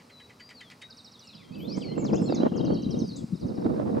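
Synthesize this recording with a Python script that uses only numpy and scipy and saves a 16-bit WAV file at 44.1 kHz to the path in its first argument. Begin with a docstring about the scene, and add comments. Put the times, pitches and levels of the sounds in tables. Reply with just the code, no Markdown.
"""Birds and wind on a river bank

Over the soft hush of river and leaves, one bird chucks harshly, one trills in falling notes,
a far one trills in rising notes, and others whistle. Each note is a short sliding tone, and
the trees scatter it into echoes. From about 1.5 s gusts of wind hit the microphone, where
their swirls of air rumble, sputter and thump."""
import sys
import numpy as np
from scipy import signal
from scipy.fft import rfft, irfft
from scipy.io import wavfile
from scipy.ndimage import uniform_filter1d

SR = 44100
rng = np.random.default_rng(int(sys.argv[2]) if len(sys.argv) > 2 else 0)


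def log_audio(samples):
    """Write samples as a 16-bit WAV file to the path given in sys.argv[1]."""
    # one column per channel
    frames = np.atleast_2d(samples).T
    # limit to full scale, then quantise
    limited = np.clip(frames, -1, 1)
    pcm = np.round(limited * 32767).astype(np.int16)
    wavfile.write(sys.argv[1], SR, pcm)


N = 176400
T = np.arange(N) / SR

# Tone of the hush, shared by left and right (mid) and opposite in them (side): pitch_hz, level_db
HUSH_MID_TONE = [(20, -25.5), (50, -16.5), (110, -2), (180, -4), (235, 1.5), (330, -10), (480, -8),
                 (700, -14.5), (1250, -14.5), (1600, -21.5), (2500, -21.5), (3400, -26.5), (3950, -20),
                 (5000, -20), (6500, -28), (9000, -31), (15500, -40)]
HUSH_SIDE_TONE = [(25, -28), (70, -6), (200, -13.5), (450, -3), (1200, 4), (2000, -11.5), (4500, -16),
                  (8000, -22.5), (15000, -28.5)]
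# Tone of the high rustle: pitch_hz, level_db
RUSTLE_TONE = [(3000, -20.5), (5000, 15.5), (7000, -3), (9000, 7.5), (12000, -14), (15500, -11)]
# The rustle coming up late: time_s, level_db
RUSTLE_SWELL = [(0, -102), (2.8, -95.5), (2.92, -67), (3.3, -67), (4, -72)]
# Harsh chucks: start_s, level_db, change_per_overtone_db
CHUCK_NOTES = [(-.008, -52, -9), (.091, -49.5, -5.5), (.193, -48, -11), (0.291, -47.5, -17),
               (0.393, -43.5, -5.5), (.497, -42.5, -5), (.601, -41.5, -4), (0.706, -44, -2.5),
               (0.811, -41, -2)]
# Tone of the rasp in a chuck: pitch_hz, level_db
RASP_TONE = [(900, -10.5), (1500, -2), (2100, -9), (2500, -7), (3050, 5.5), (3600, -11), (8000, -15.5),
             (11000, -35)]
# Dry ticks beside some chucks: time_s, level_db
DRY_TICKS = [(0.022, -59), (0.286, -68), (0.492, -47.5), (.702, -45)]
# Long clear whistles: start_s, length_s, first_hz, middle_hz, last_hz, level_db
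LONG_WHISTLES = [(.095, 0.182, 4170, 3950, 3950, -54.5), (.385, 0.13, 4510, 4745, 4805, -52),
                 (.532, 0.082, 4730, 4460, 3650, -52), (.612, 0.091, 3780, 3430, 3130, -58),
                 (.812, .063, 3700, 3784, 3840, -48), (1.795, 0.15, 5080, 4360, 4185, -47.5),
                 (2.66, .16, 4420, 4470, 4470, -55), (2.95, 0.23, 6500, 4785, 3855, -52.5),
                 (3.02, .21, 6320, 4300, 3180, -59)]
# Quick sliding whistles: start_s, length_s, first_hz, middle_hz, last_hz, level_db
QUICK_WHISTLES = [(.885, 0.029, 1510, 1540, 1500, -62), (.93, .16, 8900, 8320, 7860, -72),
                  (1.238, 0.021, 9000, 7770, 6860, -58), (1.293, 0.016, 2520, 2570, 2300, -57),
                  (1.318, 0.039, 4160, 3350, 2840, -56), (1.38, 0.058, 2740, 2360, 1920, -59.5),
                  (1.537, 0.028, 4270, 3420, 2420, -55.5), (1.517, 0.11, 2413, 2635, 2070, -57.5),
                  (1.59, 0.081, 2890, 3290, 3800, -52), (1.672, 0.087, 3900, 4750, 5750, -44),
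                  (1.684, 0.022, 4850, 5540, 5970, -55), (1.695, 0.097, 2650, 2314, 2036, -59),
                  (1.754, 0.028, 5800, 6600, 9050, -51.5), (1.781, 0.019, 8560, 7900, 5000, -56),
                  (1.801, 0.054, 4500, 2890, 2130, -50), (1.88, 0.075, 1985, 2075, 2120, -58),
                  (1.893, 0.053, 2610, 3070, 3140, -58), (1.978, 0.067, 2035, 2300, 1890, -59),
                  (1.975, 0.05, 7100, 7300, 5900, -48.5), (2.039, 0.033, 6990, 5200, 3960, -47),
                  (2.063, 0.052, 4250, 3120, 1850, -51), (2.124, .028, 4990, 5460, 7850, -46.5),
                  (2.135, 0.053, 2330, 2965, 3750, -52.5), (2.154, 0.017, 7710, 5720, 5100, -43.5),
                  (2.172, 0.12, 4890, 5230, 5080, -55), (2.211, 0.06, 9100, 7150, 8200, -52.5),
                  (2.255, 0.047, 4300, 4200, 3480, -47.5), (2.288, 0.023, 2810, 2660, 2720, -51.5),
                  (2.283, 0.089, 3840, 3730, 3420, -53.5), (2.302, 0.036, 5030, 4700, 4200, -46.5),
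                  (2.333, 0.027, 2730, 2250, 1960, -53.5), (2.365, 0.051, 4050, 3966, 3960, -47),
                  (2.73, 0.18, 3960, 3960, 4020, -61), (3.158, 0.012, 5530, 6600, 6800, -47.5),
                  (3.164, 0.012, 7140, 7600, 8100, -48)]
# A thin squeak and its falling tail: start_s, length_s, first_hz, middle_hz, last_hz, level_db
HIGH_SQUEAK = [(1.578, .06, 13040, 12980, 13300, -61), (1.622, 0.018, 12800, 12400, 11200, -63)]
# Falling trill notes: start_s, top_hz, fall_s, level_db
FALLING_NOTES = [(0.898, 6050, 0.013, -50), (0.968, 6120, 0.016, -47), (1.043, 5970, 0.017, -49),
                 (1.115, 6100, 0.018, -49.5), (1.19, 6270, 0.019, -52), (1.269, 5950, 0.018, -53.5),
                 (1.344, 5700, 0.016, -53), (2.343, 7210, 0.017, -44.5), (2.558, 7420, 0.022, -48.5),
                 (2.646, 6620, 0.016, -49), (2.735, 6500, 0.016, -50.5), (2.82, 6450, 0.015, -49),
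                 (2.903, 6280, 0.018, -50), (2.987, 6800, 0.016, -51.5), (3.073, 6710, 0.019, -53),
                 (3.16, 6110, 0.014, -53), (3.311, 5900, 0.017, -61.5), (3.353, 5670, 0.016, -61),
                 (3.393, 6300, 0.022, -60.5), (3.422, 5500, 0.014, -65), (3.459, 7350, 0.024, -65),
                 (3.479, 5800, 0.012, -58.5), (3.549, 5960, 0.016, -61), (3.612, 5710, 0.015, -59),
                 (3.633, 6300, 0.015, -64), (3.68, 5700, 0.02, -67), (3.738, 6460, 0.02, -71),
                 (3.877, 5830, 0.023, -68)]
# Strength of the wind on the microphone: time_s, rumble_db, sputter_db
GUST_LEVELS = [(0, -100, -75), (1.2, -76, -100), (1.39, -48, -103), (1.45, -58.5, -79),
               (1.56, -36.5, -69.5), (1.78, -34.5, -51), (1.9, -36, -56.5), (2.14, -27.5, -42),
               (2.27, -30, -54), (2.33, -30, -45.5), (2.478, -31.5, -35), (2.506, -41.5, -63),
               (2.53, -31, -48.5), (2.6, -30, -47.5), (2.71, -26.5, -42), (2.84, -30.5, -71.5),
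               (3.03, -28, -56), (3.08, -34.5, -81), (3.24, -33, -72), (3.275, -45.5, -109),
               (3.33, -31, -107), (3.39, -40.5, -90), (3.45, -28, -61.5), (3.58, -38.5, -47.5),
               (3.68, -28.5, -42.5), (3.8, -31.5, -37.5), (3.88, -32.5, -41), (4, -30.5, -42)]
# Which side the gusts favour: time_s, left_minus_right_db
GUST_PAN = [(1.5, -3.5), (1.99, -4), (2.07, 2), (2.16, 2.5), (2.22, -3.5), (2.48, -1.5), (2.53, 5.5),
            (2.66, 4), (2.72, 0), (2.92, 5), (3.03, -1.5), (3.35, 7.5), (3.52, -5.5), (3.59, 6.5),
            (3.65, -5), (4, -2)]
# Tone of the wind's low rumble and higher sputter, mid and side: pitch_hz, level_db
RUMBLE_MID_TONE = [(20, -55), (40, -45), (70, -14), (120, -6.5), (170, 1), (230, 1.5), (360, -4),
                   (415, -12.5), (460, -8.5), (600, -19.5), (850, -29.5), (1400, -42), (3000, -80)]
RUMBLE_SIDE_TONE = [(20, -56), (60, -31), (120, 2), (240, 7), (360, 2.5), (415, -3.5), (470, 3.5),
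                    (650, -8), (900, -14), (1400, -26), (3000, -85)]
SPUTTER_MID_TONE = [(200, -26), (500, 9.5), (800, -1.5), (1200, -10), (1700, -17), (2500, -28), (4000, -32),
                    (9000, -71)]
SPUTTER_SIDE_TONE = [(200, -27.5), (500, 16), (800, 2), (1200, -5), (1700, -16), (2500, -25.5),
                     (4000, -41.5), (9000, -66)]
# Single hard thumps of wind: peak_s, level_db, length_s, pitch_hz, sputter_db, left_minus_right_db
WIND_THUMPS = [(1.512, -31, 0.0089, 166, -70, -10), (1.779, -20.5, 0.0043, 253, -39, 0),
               (1.98, -24, 0.0067, 280, -31, -15), (2.051, -20, 0.0064, 254, -34, 10),
               (2.136, -23, 0.014, 300, -32.5, 5), (2.22, -13.5, 0.011, 213, -38.5, -4.5),
               (2.299, -20.5, 0.006, 340, -33, -6), (2.325, -34, 0.0037, 415, -23, -1.5),
               (2.404, -14.5, 0.0081, 276, -44, 4), (2.435, -12.5, 0.0067, 316, -29.5, -14),
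               (2.466, -16.5, 0.0092, 265, -27, 3.5), (2.522, -17, 0.009, 222, -41, 3),
               (2.705, -24, 0.0078, 250, -34.5, -13), (2.867, -13.5, 0.0073, 229, -66, 2.5),
               (2.944, -21.5, 0.0054, 310, -37, -6), (3.02, -15.5, 0.0083, 226, -55, -5),
               (3.243, -20, 0.0081, 190, -55, 2.5), (3.337, -20.5, 0.012, 176, -75, 5),
               (3.586, -20.5, 0.0052, 245, -45, 15)]
# The far bird's rising notes: start_s, level_db
RISING_NOTES = [(2.41, -54), (2.475, -57), (2.536, -52.5), (2.592, -50), (2.649, -52.5), (2.71, -55.5),
                (2.769, -55), (2.826, -55.5), (2.89, -55.5), (2.948, -56)]

TREE_ECHO_S = 0.55  # time for the scattered sound to fade by 60 dB


def amp(db):
    """Turn decibels into a number to multiply by."""
    return 10 ** (np.asarray(db) / 20)


def curve(rows, column=1):
    """Join a table's points with straight lines over time."""
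    rows = np.array(rows)
    return np.interp(T, rows[:, 0], rows[:, column])


def noise(tone):
    """Noise of strength 1, with its lows and highs shaped by a tone table."""
    hz, db = np.array(tone).T
    all_hz = np.maximum(np.fft.rfftfreq(N, 1 / SR), 1)
    gains = amp(np.interp(np.log(all_hz), np.log(hz), db))
    shaped = irfft(rfft(rng.standard_normal(N)) * gains, N)
    return shaped / shaped.std()


def wander(rate_hz):
    """A smooth random wobble with a typical size of 1."""
    jagged = np.interp(T * rate_hz, np.arange(N), rng.standard_normal(N))
    smooth = uniform_filter1d(jagged, max(int(SR / rate_hz / 2), 1))
    return smooth / smooth.std()


def keep_band(sound, band, edge_hz):
    """Keep the "low" or the "high" part of a sound."""
    return signal.sosfilt(signal.butter(2, edge_hz, band, fs=SR, output="sos"), sound)


def add(track, start_s, sound):
    """Mix a sound into a track at a given time."""
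    i = int(start_s * SR)
    sound, i = sound[max(-i, 0):], max(i, 0)
    track[i:i + len(sound)] += sound[:N - i]


def stereo(mid, side):
    """Make left and right from a shared part (mid) and an opposite part (side)."""
    return np.array([mid + side, mid - side])


def pan(left_minus_right_db):
    """Left and right gains that keep the same average level."""
    gains = amp(stereo(0, np.atleast_1d(left_minus_right_db) / 2))
    return gains / gains.mean(axis=0)


def progress(length_s):
    """Count from 0 to 1 over a note."""
    return np.linspace(0, 1, int(length_s * SR))


def note(hz, attack=0.12, release=0.14, flutter_db=2.5):
    """A slightly wavering tone. Attack and release are the shares spent fading in and out."""
    along = np.linspace(0, 1, len(hz))
    waver, flutter = (np.interp(T[:len(hz)] * 200, np.arange(256), points)  # 200 points a second
                      for points in rng.standard_normal((2, 256)))
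    ramp = np.minimum(along / attack, (1 - along) / release)
    edges = np.sin(np.pi / 2 * np.minimum(ramp, 1)) ** 2
    phase = 2 * np.pi * np.cumsum(hz * (1 + 0.0041 * waver)) / SR
    return edges * amp(flutter_db * flutter) * np.sin(phase)


def place_call(start_s, db, sound, near_db=-50):
    """Return a call's direct sound and its feed to the trees. Weak calls are far, so echo more."""
    track = np.zeros(N)
    add(track, start_s, sound)
    extra_db = 0.11 * max(near_db - db, 0)
    return np.outer(amp([db, db + extra_db]), track)


def hush(mid_db=-56.5, side_db=-67):
    """River and leaves make a soft, steady noise; a faint high rustle joins later."""
    bed = stereo(amp(mid_db) * noise(HUSH_MID_TONE), amp(side_db) * noise(HUSH_SIDE_TONE))
    bed *= amp(0.31 * wander(9.86))
    rustle = amp(curve(RUSTLE_SWELL) + 1.2 * wander(3.9)) * noise(RUSTLE_TONE)
    return bed + rustle


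def chucking_bird(from_hz=2950, to_hz=1561, roughness=0.045, ring_hz=1970, ring_width_hz=220):
    """Rough, steeply falling notes and dry ticks ring in the bird's throat."""
    voice, along = np.zeros(N), progress(length_s=0.022)
    jitter, rasp = wander(2500), noise(RASP_TONE)
    swell = np.sin(np.pi * along)
    slide_hz = from_hz + (to_hz - from_hz) * along
    for start, db, overtone_db in CHUCK_NOTES:
        shift = int(start * SR)
        hz = slide_hz * (1 + roughness * along * np.roll(jitter, shift)[:len(along)])
        phase = 2 * np.pi * np.cumsum(hz) / SR
        tone = sum(amp(overtone_db * k) * swell ** (k + 1) * np.sin((k + 1) * phase) for k in range(4))
        add(voice, start, amp(db - 11) * tone)
        add(voice, start, amp(db - 11.5) * swell ** 2 * np.roll(rasp, shift)[:len(along)])
    tick_noise = noise([(800, -18), (2000, -0.5), (4000, 0), (8500, -15), (12000, -27)])
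    for when, db in DRY_TICKS:
        voice += amp(db) * tick_noise * np.exp(-((T - when) / 0.0012) ** 2)
    throat = signal.iirpeak(ring_hz, ring_hz / ring_width_hz, fs=SR)
    voice += amp(6.5) * signal.lfilter(*throat, voice)
    return trees(voice, voice, echo_db=-2.5, fade_s=0.093)


def trunks(feed, spread_s=0.038, level_db=-17):
    """Twelve nearby trunks each send back one weak echo, different on the left and right."""
    echoes = np.zeros((2, N))
    for lag, mid, side in rng.random((12, 3)):
        delay = int((0.003 + lag * spread_s) * SR)
        echoes[:, delay:] += stereo(mid - 0.5, (side - 0.5) / 2)[:, None] * feed[:N - delay]
    return amp(level_db) * echoes


def trees(direct, feed, echo_db, fade_s=TREE_ECHO_S, pan_db=0, rise_s=0.0012, side_db=-21):
    """Trunks and bank scatter the feed into a fading echo, which joins the direct call."""
    t = T[:SR]
    grain = rng.standard_normal((2, SR))
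    dull = keep_band(grain, "low", edge_hz=6150)
    fade = np.exp(-np.log(1000) * t / fade_s)
    tails = dull * fade + (grain - dull) * fade ** (1 / 0.44)  # the highs die sooner in air
    tails *= 1 - np.exp(-t / rise_s)
    mid, side = (amp(echo_db) * signal.fftconvolve(feed, tail / np.linalg.norm(tail))[:N]
                 for tail in tails)
    near_echoes = trunks(feed) * min(fade_s / TREE_ECHO_S, 1)
    heard = stereo(direct + mid, amp(side_db) * side) + near_echoes
    return heard * amp([[pan_db / 2], [-pan_db / 2]])


def whistling_birds(rows, echo_db, **note_settings):
    """Each whistle slides along an arc through three pitches; leaves blur the highest ones."""
    calls = np.zeros((2, N))
    for start, length, first_hz, middle_hz, last_hz, db in rows:
        arc = np.polyfit([0, 0.5, 1], [first_hz, middle_hz, last_hz], 2)
        hz = np.polyval(arc, progress(length))
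        calls += place_call(start, db, note(hz, **note_settings))
    direct, feed = calls
    highs = keep_band(direct, "high", edge_hz=4660)  # leaves turn part of this into echo
    return trees(direct - 0.28 * highs, feed + amp(-3.5) * highs, echo_db, pan_db=3)


def trilling_bird(end_hz=3628, falls_per_note=2.72, bounce_s=0.00193, bounce_db=-13):
    """Each note drops fast to the same low pitch and beats against its own bounce off the water."""
    calls = np.zeros((2, N))
    for start, top_hz, fall_s, db in FALLING_NOTES:
        along = progress(fall_s * falls_per_note)
        hz = end_hz + (top_hz - end_hz) * np.exp(-(along * falls_per_note) ** 1.3)
        chirp = amp(-2.5 * along) * note(hz, flutter_db=4.5)
        calls += place_call(start, db, chirp)
        calls += place_call(start + bounce_s, db + bounce_db, chirp)
    return trees(*calls, echo_db=-6.5, pan_db=-2)


def far_twitter(count=18, span_s=(1.15, 2.4), range_hz=(2295, 5410), length_s=0.06, level_db=-62):
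    """Faint, far birds whistle at random times and pitches, blurred by the trees."""
    rows = []
    for when, pitch, *bends in rng.random((count, 5)):
        hz = np.interp(pitch, [0, 1], range_hz) * (1 + 0.082 * (2 * np.array(bends) - 1))
        rows.append((np.interp(when, [0, 1], span_s), length_s, *hz, level_db))
    return whistling_birds(rows, echo_db=-4)


def even_out(sound, window_s=0.03, amount=0.49):
    """Partly flatten the random swells of a noise."""
    power = uniform_filter1d(sound ** 2, int(window_s * SR))
    return sound / power ** (amount / 2)


def wind():
    """Swirling air rumbles on the microphone's two openings; hard gusts also sputter and thump."""
    rumble_db, sputter_db = curve(GUST_LEVELS, column=1), curve(GUST_LEVELS, column=2)
    swirl_db = 2.18 * wander(rate_hz=90)
    flicker_db = 4 * wander(rate_hz=170)
    # Gentle gusts have only the deepest part of the rumble.
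    full = even_out(noise(RUMBLE_MID_TONE))
    deep = keep_band(full, "low", edge_hz=252)
    mid = deep + (full - deep) * amp(0.36 * np.minimum(sputter_db + 52.5, 3))
    sputter = stereo(amp(-2.5) * noise(SPUTTER_MID_TONE), amp(2) * noise(SPUTTER_SIDE_TONE))
    # Hard gusts push left and right against each other.
    side_db = -1.5 + 0.28 * np.minimum(sputter_db - rumble_db + 15, 6)
    rumble = stereo(amp(0.5) * mid, amp(side_db) * even_out(noise(RUMBLE_SIDE_TONE)))
    flow = amp(rumble_db + swirl_db) * rumble + amp(sputter_db + swirl_db + flicker_db) * sputter
    return flow * pan(curve(GUST_PAN)) + wind_thumps(sputter)


def wind_thumps(sputter, rise=0.69):
    """Each hard swirl gives a quick thump and a spit of sputter, usually louder on one side."""
    thumps = np.zeros((2, N))
    for start_turn, row in zip(rng.random(len(WIND_THUMPS)), WIND_THUMPS):
        peak_s, db, length_s, hz, sputter_db, pan_db = row
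        t = T - peak_s
        width_s = length_s / 2 * np.where(t < 0, rise, 2 - rise)  # rises faster than it falls
        push = np.exp(-(t / width_s) ** 2)
        ring = amp(db) * np.sin(2 * np.pi * (hz * t + start_turn))
        thumps += pan(pan_db) * push * (ring + amp(sputter_db) * sputter)
    return thumps


def far_trilling_bird(from_hz=2700, top_hz=3216):
    """Quick rising notes whose tops linger in the trees."""
    voice = np.zeros(N)
    hz = from_hz + (top_hz - from_hz) * np.sin(1.93 * progress(length_s=0.025))
    for start, db in RISING_NOTES:
        add(voice, start, amp(db) * note(hz))
    return trees(voice, voice, echo_db=-2.5)


def scene():
    """Mix the hush, the birds and the wind."""
    whistles = whistling_birds(LONG_WHISTLES, echo_db=-12.5, attack=0.25, flutter_db=0.8)
    whistles += whistling_birds(QUICK_WHISTLES + HIGH_SQUEAK, echo_db=-7.5)
    background = wind() + hush()
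    birds = whistles + chucking_bird() + trilling_bird() + far_trilling_bird() + far_twitter()
    return background + birds


def record(dry):
    """Cut away the very highest treble."""
    top_hz = 15750
    return signal.sosfilt(signal.ellip(10, 0.2, 80, top_hz, fs=SR, output="sos"), dry)


dry = scene()
out = record(dry)
log_audio(out)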